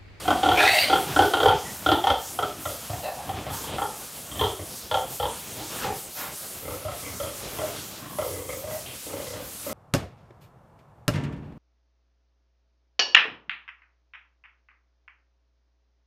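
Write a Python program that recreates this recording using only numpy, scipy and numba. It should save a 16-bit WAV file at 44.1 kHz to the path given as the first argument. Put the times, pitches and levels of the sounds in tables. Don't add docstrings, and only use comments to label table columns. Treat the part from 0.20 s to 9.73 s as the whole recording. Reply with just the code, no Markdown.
import sys
import numpy as np
from scipy import signal
from scipy.io import wavfile
from scipy.ndimage import uniform_filter1d
from numba import njit

SR = 44100
rng = np.random.default_rng(int(sys.argv[2]) if len(sys.argv) > 2 else 0)


def master_out(mix):
    frames = np.transpose(np.atleast_2d(mix))
    ceiling = np.clip(frames, -1, 1)
    pcm = np.round(ceiling * 32767).astype(np.int16)
    wavfile.write(sys.argv[1], SR, pcm)


N = 420273

# (frequency [Hz], density [dB per Hz])
HERD_COLOUR = [(15, -41), (25, 0.5), (106, 2), (409, -4.5), (556, -0.5), (918, -8.5), (1320, -14),
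               (1670, -22.5), (2500, -12), (3250, -10.5), (5500, -120)]
HERD_DB = -42.5
HERD_SWELL = 0.72

# (time [s], level [dB])
SPRAY_LEVELS = [(0.0, -43.5), (0.1, -40), (0.34, -40), (0.6, -31.5), (0.68, -39), (1.25, -36.5),
                (1.33, -46), (1.4, -41), (1.96, -41.5), (2.04, -37.5), (2.2, -39.5), (2.25, -43.5),
                (2.39, -41.5), (2.49, -38.5), (2.94, -40.5), (3.29, -49.5), (3.34, -35.5), (3.45, -37.5),
                (3.53, -46), (3.61, -42.5), (4.01, -38.5), (4.17, -43.5), (4.25, -40), (4.8, -40.5),
                (4.86, -46), (4.96, -34.5), (5.07, -44), (5.2, -39.5), (5.36, -40), (5.6, -37), (5.73, -41),
                (5.79, -33.5), (5.89, -41), (6.01, -32), (6.1, -42.5), (6.16, -36.5), (6.48, -38.5),
                (6.69, -44.5), (6.79, -39), (7.72, -39), (7.86, -45.5), (7.99, -39), (8.28, -38.5),
                (8.33, -37.5), (8.44, -43.5), (8.63, -37), (8.73, -41.5), (8.81, -35), (8.97, -42.5),
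                (9.08, -38), (9.16, -40.5), (9.53, -37)]
# (time [s], level [dB])
SPLASH_LEVELS = [(0.0, -47.5), (0.32, -39), (0.79, -37), (1.3, -43.5), (1.6, -50), (2.87, -53.5),
                 (3.5, -46), (3.7, -54), (4.83, -54.5), (5.5, -46.5), (5.65, -33.5), (5.81, -53),
                 (6.95, -51.5), (7.48, -42.5), (7.96, -57), (9.53, -51.5)]
# (frequency [Hz], density [dB per Hz])
SPRAY_COLOUR = [(530, -10), (900, -19), (1040, -11), (1140, 4), (1370, 1.5), (1760, -14.5), (2230, -4),
                (12200, 7), (15700, 4)]
SPLASH_HZ, SPLASH_GAIN_DB = 3060, 16
SPRAY_FLICKER_DB, SPRAY_FLICKER_HZ = 0.5, 16

# (top [Hz], 60 dB decay time [s], echo level [dB])
ECHO_BANDS = [(1520, 0.32, 1.5), (11800, 0.42, -3)]

# (time [s], length [s], rise [share of length], level [dB],
# start centre [Hz], end centre [Hz], width [Hz])
SNORTS = [(1.44, 0.13, 0.14, -49, 1900, 1910, 250), (5.944, 0.2, 0.28, -40.5, 815, 866, 2740),
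          (6.284, 0.058, .3, -75, 1310, 1300, 200), (6.83, 0.13, .3, -47.5, 2270, 2100, 300),
          (8.288, .07, .1, -47, 2200, 2100, 400), (8.657, 0.12, 0.02, -46, 2950, 2620, 1300)]

# (time [s], level [dB])
SQUEAL_LEVELS = [
    [(.34, -37), (.39, -22.5), (.44, -20), (.52, -19.5), (.6, -22), (.645, -20.5), (.665, -32), (.7, -21)],
    [(2.82, -32), (2.85, -32), (2.885, -28.5), (2.92, -44), (2.97, -46), (3.04, -43), (3.09, -54)],
]
# (start centre [Hz], end centre [Hz], width [Hz], relative level [dB])
SQUEAL_MOUTHS = [
    [(810, 626, 156, 6), (1550, 2400, 530, 5), (2220, 3100, 360, 5), (3460, 4400, 480, 3),
     (4030, 4800, 300, 2), (5300, 6000, 1000, -10), (7900, 9240, 2000, -10), (10900, 12000, 2500, -31)],
    [(630, 820, 280, 0.5), (1860, 1600, 160, -9), (2700, 2600, 190, -15), (4180, 3800, 600, -18)],
]
SQUEAL_RATE_HZ = 540

# (first flap [s], last flap [s], flaps [count], first flap [dB], middle flap [dB], last flap [dB],
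# chest [dB], throat [Hz], throat [dB], mouth start [Hz], mouth end [Hz], palate [dB], snout [dB])
GRUNTS = [(.053, .132, 4, -31, -9, -26.5, -20, 302, -5.5, 705, 706, -11, -19.5),
          (.232, 0.342, 5, -20.5, -18.5, -28, -14.5, 357, -4, 730, 753, -9, -12.5),
          (.374, 0.491, 5, -19.5, -20, -42, -22, 378, -7, 700, 796, -12, -18),
          (0.698, 0.757, 3, -21.5, -19.5, -27, -21, 380, -3, 735, 797, -5, -11.5),
          (.962, 1.051, 4, -18.5, -13.5, -33, -16, 372, 0.5, 770, 710, -3.5, -15),
          (1.136, 1.203, 3, -18, -25.5, -21.5, -18, 370, -2, 780, 714, -7, -11.5),
          (1.231, 1.338, 5, -20, -19, -38, -13.5, 422, 0.5, 797, 820, -6, -13),
          (1.662, 1.715, 3, -22.5, -26.5, -19.5, -12.5, 332, -3.5, 660, 806, -5.5, -8.5),
          (1.84, 1.901, 3, -24, -17.5, -20, -17, 488, -3, 790, 800, -11.5, -13),
          (2.189, 2.226, 2, -25, -46, -22.5, -13, 394, -8, 720, 618, -5, -16.5),
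          (2.419, 2.49, 3, -53, -31, -38.5, -4, 340, -15, 756, 507, -5.5, -15.5),
          (2.696, 2.767, 3, -35.5, -36.5, -60, -2, 303, -10.5, 660, 770, -10, -26),
          (3.092, 3.171, 3, -34, -43, -71, -2, 270, -54, 754, 715, -11, -15.5),
          (3.265, 3.375, 4, -39.5, -38.5, -60, -4, 240, -14, 656, 1090, -11, -15.5),
          (3.439, 3.556, 4, -45.5, -47, -51.5, 2, 298, -6, 915, 770, -7, -6.5),
          (3.583, 3.653, 3, -28, -27, -41, -17, 404, -4, 748, 910, -5, -18),
          (4.114, 4.194, 3, -55.5, -56, -48, 8, 274, 3, 600, 790, 2, 2),
          (4.211, 4.265, 3, -27, -28, -38, -11, 406, 2.5, 994, 626, -9.5, -9),
          (4.392, 4.45, 3, -39.5, -45, -81, -1.5, 356, .5, 657, 630, -18, -22),
          (4.713, 4.77, 3, -26, -22.5, -31, -13, 535, 1, 860, 755, -11, -10.5),
          (4.999, 5.054, 3, -30.5, -30, -35.5, -4.5, 492, -0.5, 746, 980, -12, -9.5),
          (5.34, 5.43, 4, -87, -44, -56, -8, 333, 6, 415, 970, -29, -60),
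          (5.644, 5.701, 3, -32.5, -33, -38, -10, 415, 0.5, 810, 800, -15, -30),
          (6.423, 6.535, 5, -45, -35.5, -44, -3.5, 287, -11, 486, 520, -7.5, -35),
          (6.616, 6.716, 4, -47, -32.5, -39, -4.5, 330, -11.5, 570, 680, -7.5, -25),
          (6.826, 6.935, 4, -49, -55, -52, 0, 205, 2, 560, 360, 0, -13),
          (7, 7.094, 4, -32.5, -34, -51, -9, 286, -17, 570, 580, -10.5, -16),
          (7.387, 7.46, 4, -25.5, -36.5, -38.5, -12, 327, -10.5, 635, 600, -21, -30),
          (7.784, 7.931, 5, -70, -62, -66, -31, 169, 14, 483, 930, 7.5, -15),
          (7.986, 8.047, 3, -28.5, -28.5, -36, -12, 352, -8.5, 615, 465, -14, -23),
          (8.077, 8.249, 7, -43, -43.5, -49, -2.5, 342, -2.5, 527, 477, -14, -23),
          (8.291, 8.402, 4, -36.5, -37.5, -59, -9, 280, -13.5, 526, 517, -11, -23),
          (8.439, 8.61, 6, -38.5, -36, -50, -10, 424, -20, 610, 662, -24, -28),
          (8.866, 9.028, 6, -42.5, -32, -49.5, -17, 274, -9, 483, 570, -18, -29),
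          (9.068, 9.235, 6, -42, -42, -60, -5, 270, -12.5, 515, 554, -31, -23),
          (9.465, 9.524, 3, -38, -32.5, -39, -10, 252, -3.5, 566, 630, -9.5, -23)]
CAVITY_WIDTHS = [99, 140, 142.5, 195, 251, 546, 620]
GRUNT_GAIN_DB = 24.5
PUFF_S, BREATH_S, CLICK_DB = 0.009, 0.035, 15.5
FLAP_JITTER_S, FLAP_SPREAD_DB = 0.0008, 1.0
CHEST_HZ, SNOUT_HZ = 95, 3250
NOSTRIL_HZ, NOSTRIL_DB = 4440, -26
PALATE_HZ, PALATE_SAG_HZ_PER_DB = 1435, 7.5
NOSE_HZ, NOSE_SLOPE = 2486, 0.95
LOUD_DB, NOSE_DB, NOSE_GROWTH, BREATH_DB, BREATH_GROWTH = -16.5, -27.5, 0.55, -20.5, 0.48
LEAK_HZ, LEAK_WIDTH_HZ, LEAK_DB = 594, 1220, -16
CRACK_HZ, CRACK_DB = 4460, -36

BASS_CUT_HZ, TOP_HZ = 59.6, 15750


def undb(db):
    return 10 ** (np.asarray(db) / 20)


def level(x, db):
    return x * undb(db) / np.sqrt(np.mean(x ** 2))


@njit
def svf(x, hz, width):
    y, band, low = np.empty(len(x)), 0., 0.
    for i in range(len(x)):
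        g, damping = np.tan(np.pi * hz[i] / SR), width / hz[i]
        v = (band + g * (x[i] - low)) / (1 + g * (g + damping))
        band, low = 2 * v - band, low + 2 * g * v
        y[i] = damping * v
    return y


def cavity(x, hz, width):
    centre = hz * np.ones(len(x))
    once = svf(x, centre, 1. * width)
    return svf(once, centre, 1. * width)


def walk(rate):
    hold = int(SR / rate)
    steps = np.repeat(rng.standard_normal(N // 100), hold)[:N]
    return 1.62 * uniform_filter1d(uniform_filter1d(steps, hold), hold)


def wash(colour, gain_db):
    hzs, dbs = np.transpose(colour)
    octaves = np.arange(0, np.log2(hzs[-1] / hzs[0]), 1 / 3)
    out = 0
    for hz in hzs[0] * 2 ** octaves:
        band = cavity(rng.standard_normal(N), hz, hz / 1.59)
        band_db = np.interp(np.log(hz), np.log(hzs), dbs)
        out = out + undb(band_db + gain_db(hz)) * band
    return out


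def herd(splash_excess_db):
    throb = 2.0 * walk(30)
    rumble = wash(HERD_COLOUR, lambda hz: throb + 2.0 * walk(6.5))
    swell_db = HERD_SWELL * (splash_excess_db - np.mean(splash_excess_db))
    return level(rumble, HERD_DB) * undb(swell_db)


def spray():
    t = np.arange(N) / SR
    spray_db = np.interp(t, *np.transpose(SPRAY_LEVELS))
    splash_excess_db = np.interp(t, *np.transpose(SPLASH_LEVELS)) - spray_db + SPLASH_GAIN_DB

    def band_gain_db(hz):
        return splash_excess_db / (1 + (hz / SPLASH_HZ) ** 2) + 2.17 * walk(18)

    hiss = level(wash(SPRAY_COLOUR, band_gain_db), 0.5)
    flicker_db = SPRAY_FLICKER_DB * walk(SPRAY_FLICKER_HZ)
    return hiss * undb(spray_db + flicker_db), splash_excess_db


def pen(x):
    t = np.arange(int(.6 * SR)) / SR
    noise, echo, below = rng.standard_normal(len(t)), 0, 0
    for top_hz, t60, db in ECHO_BANDS:
        low = signal.sosfilt(signal.butter(2, top_hz, fs=SR, output="sos"), noise)
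        onset = np.clip(t / 0.0015, 0, 1)
        tail = (low - below) * np.exp(-np.log(1000) * t / t60) * onset
        unit = np.sqrt(2 * np.log(1000) / t60 / SR)
        echo = echo + undb(db) * tail * unit
        below = low
    return x + signal.fftconvolve(x, echo)[:N]


def snorts():
    out, air = np.zeros(N), rng.standard_normal(N)
    for start, long, rise, db, hz, end_hz, width in SNORTS:
        i, n = int(start * SR), int(long * SR)
        blow = np.interp(np.arange(n) / n, [0, rise, 1], [0, 1.6, 0])
        hiss = cavity(air[i:i + n], np.linspace(hz, end_hz, n), width)
        out[i:i + n] = level(hiss, db) * blow
    return out


def squeals():
    out = np.zeros(N)
    for curve, mouth in zip(SQUEAL_LEVELS, SQUEAL_MOUTHS):
        times, dbs = np.transpose(curve)
        t = np.arange(times[0], times[-1], 1 / SR)
        n = len(t)
        slaps = (rng.random(n) < SQUEAL_RATE_HZ / SR) * rng.standard_normal(n)
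        drive = level(slaps, 0.26) + rng.standard_normal(n)
        voice = 0
        for hz, end_hz, width, db in mouth:
            gain = undb(db + 3.0 * walk(46.2)[:n])
            centre = np.linspace(hz, end_hz, n) * (1 + 0.011 * walk(29.7)[:n])
            voice = voice + gain * cavity(drive, centre, width)
        loudness = undb(np.interp(t, times, dbs)) * signal.windows.tukey(n, .1)
        i = int(times[0] * SR)
        out[i:i + n] = level(voice, 0) * loudness
    return out


def grunts():
    out, air = np.zeros(N + SR), rng.standard_normal(N + SR)
    luck = rng.standard_normal((len(GRUNTS), 2, 12))
    for grunt, (late, size) in zip(GRUNTS, luck):
        (start, end, flaps, first, middle, last, chest_db, throat_hz, throat_db,
         mouth_hz, mouth_end_hz, palate_db, snout_db) = grunt
        long = end - start
        softer = LOUD_DB - max(first, middle)
        nose_db = NOSE_DB + NOSE_GROWTH * softer
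        breath_db = BREATH_DB + BREATH_GROWTH * softer

        t = np.arange(int((long + 0.11) * SR)) / SR
        at = np.linspace(0, long, flaps)
        flap_db = np.interp(at, [0, long / 2, long], [first, middle, last])
        gains = undb(flap_db + FLAP_SPREAD_DB * size[:flaps])
        flap_times = at + FLAP_JITTER_S * late[:flaps] * (at > 0)
        since = t - flap_times[:, None]
        decay = np.exp(-np.abs(since) / PUFF_S) + undb(breath_db) * np.exp(-np.abs(since) / BREATH_S)
        puff = gains @ ((since >= 0) * decay)
        click = undb(CLICK_DB) * gains @ ((since >= 0) & (since < 1 / SR))
        i = int(start * SR)
        drive = puff * air[i:i + len(t)] + click

        mouth = np.interp(t, [0, long + 0.025], [mouth_hz, mouth_end_hz])
        palate_hz = PALATE_HZ - PALATE_SAG_HZ_PER_DB * softer
        nose_hz = NOSE_HZ - NOSE_SLOPE * mouth
        hzs = [CHEST_HZ, throat_hz, mouth, palate_hz, nose_hz, SNOUT_HZ, NOSTRIL_HZ]
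        dbs = [chest_db, throat_db, 0, palate_db, nose_db, snout_db, snout_db + NOSTRIL_DB]
        voice = 0
        for k, (hz, db, width) in enumerate(zip(hzs, dbs, CAVITY_WIDTHS)):
            polarity = (-1) ** k
            voice = voice + polarity * undb(db) * cavity(drive, hz, width)
        voice += undb(LEAK_DB) * cavity(drive, LEAK_HZ, LEAK_WIDTH_HZ)
        voice += undb(CRACK_DB) * cavity(drive, CRACK_HZ, CRACK_HZ)
        out[i:i + len(t)] += voice
    return undb(GRUNT_GAIN_DB) * out[:N]


def scene():
    water, splash_excess_db = spray()
    voices = grunts() + squeals() + snorts()
    mono = pen(voices) + water + herd(splash_excess_db)
    return np.array([mono, mono])


def record(dry):
    thin = signal.sosfilt(signal.butter(3, BASS_CUT_HZ, "high", fs=SR, output="sos"), dry)
    return signal.sosfilt(signal.ellip(10, .2, 80, TOP_HZ, fs=SR, output="sos"), thin)


dry = scene()
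out = record(dry)
master_out(out)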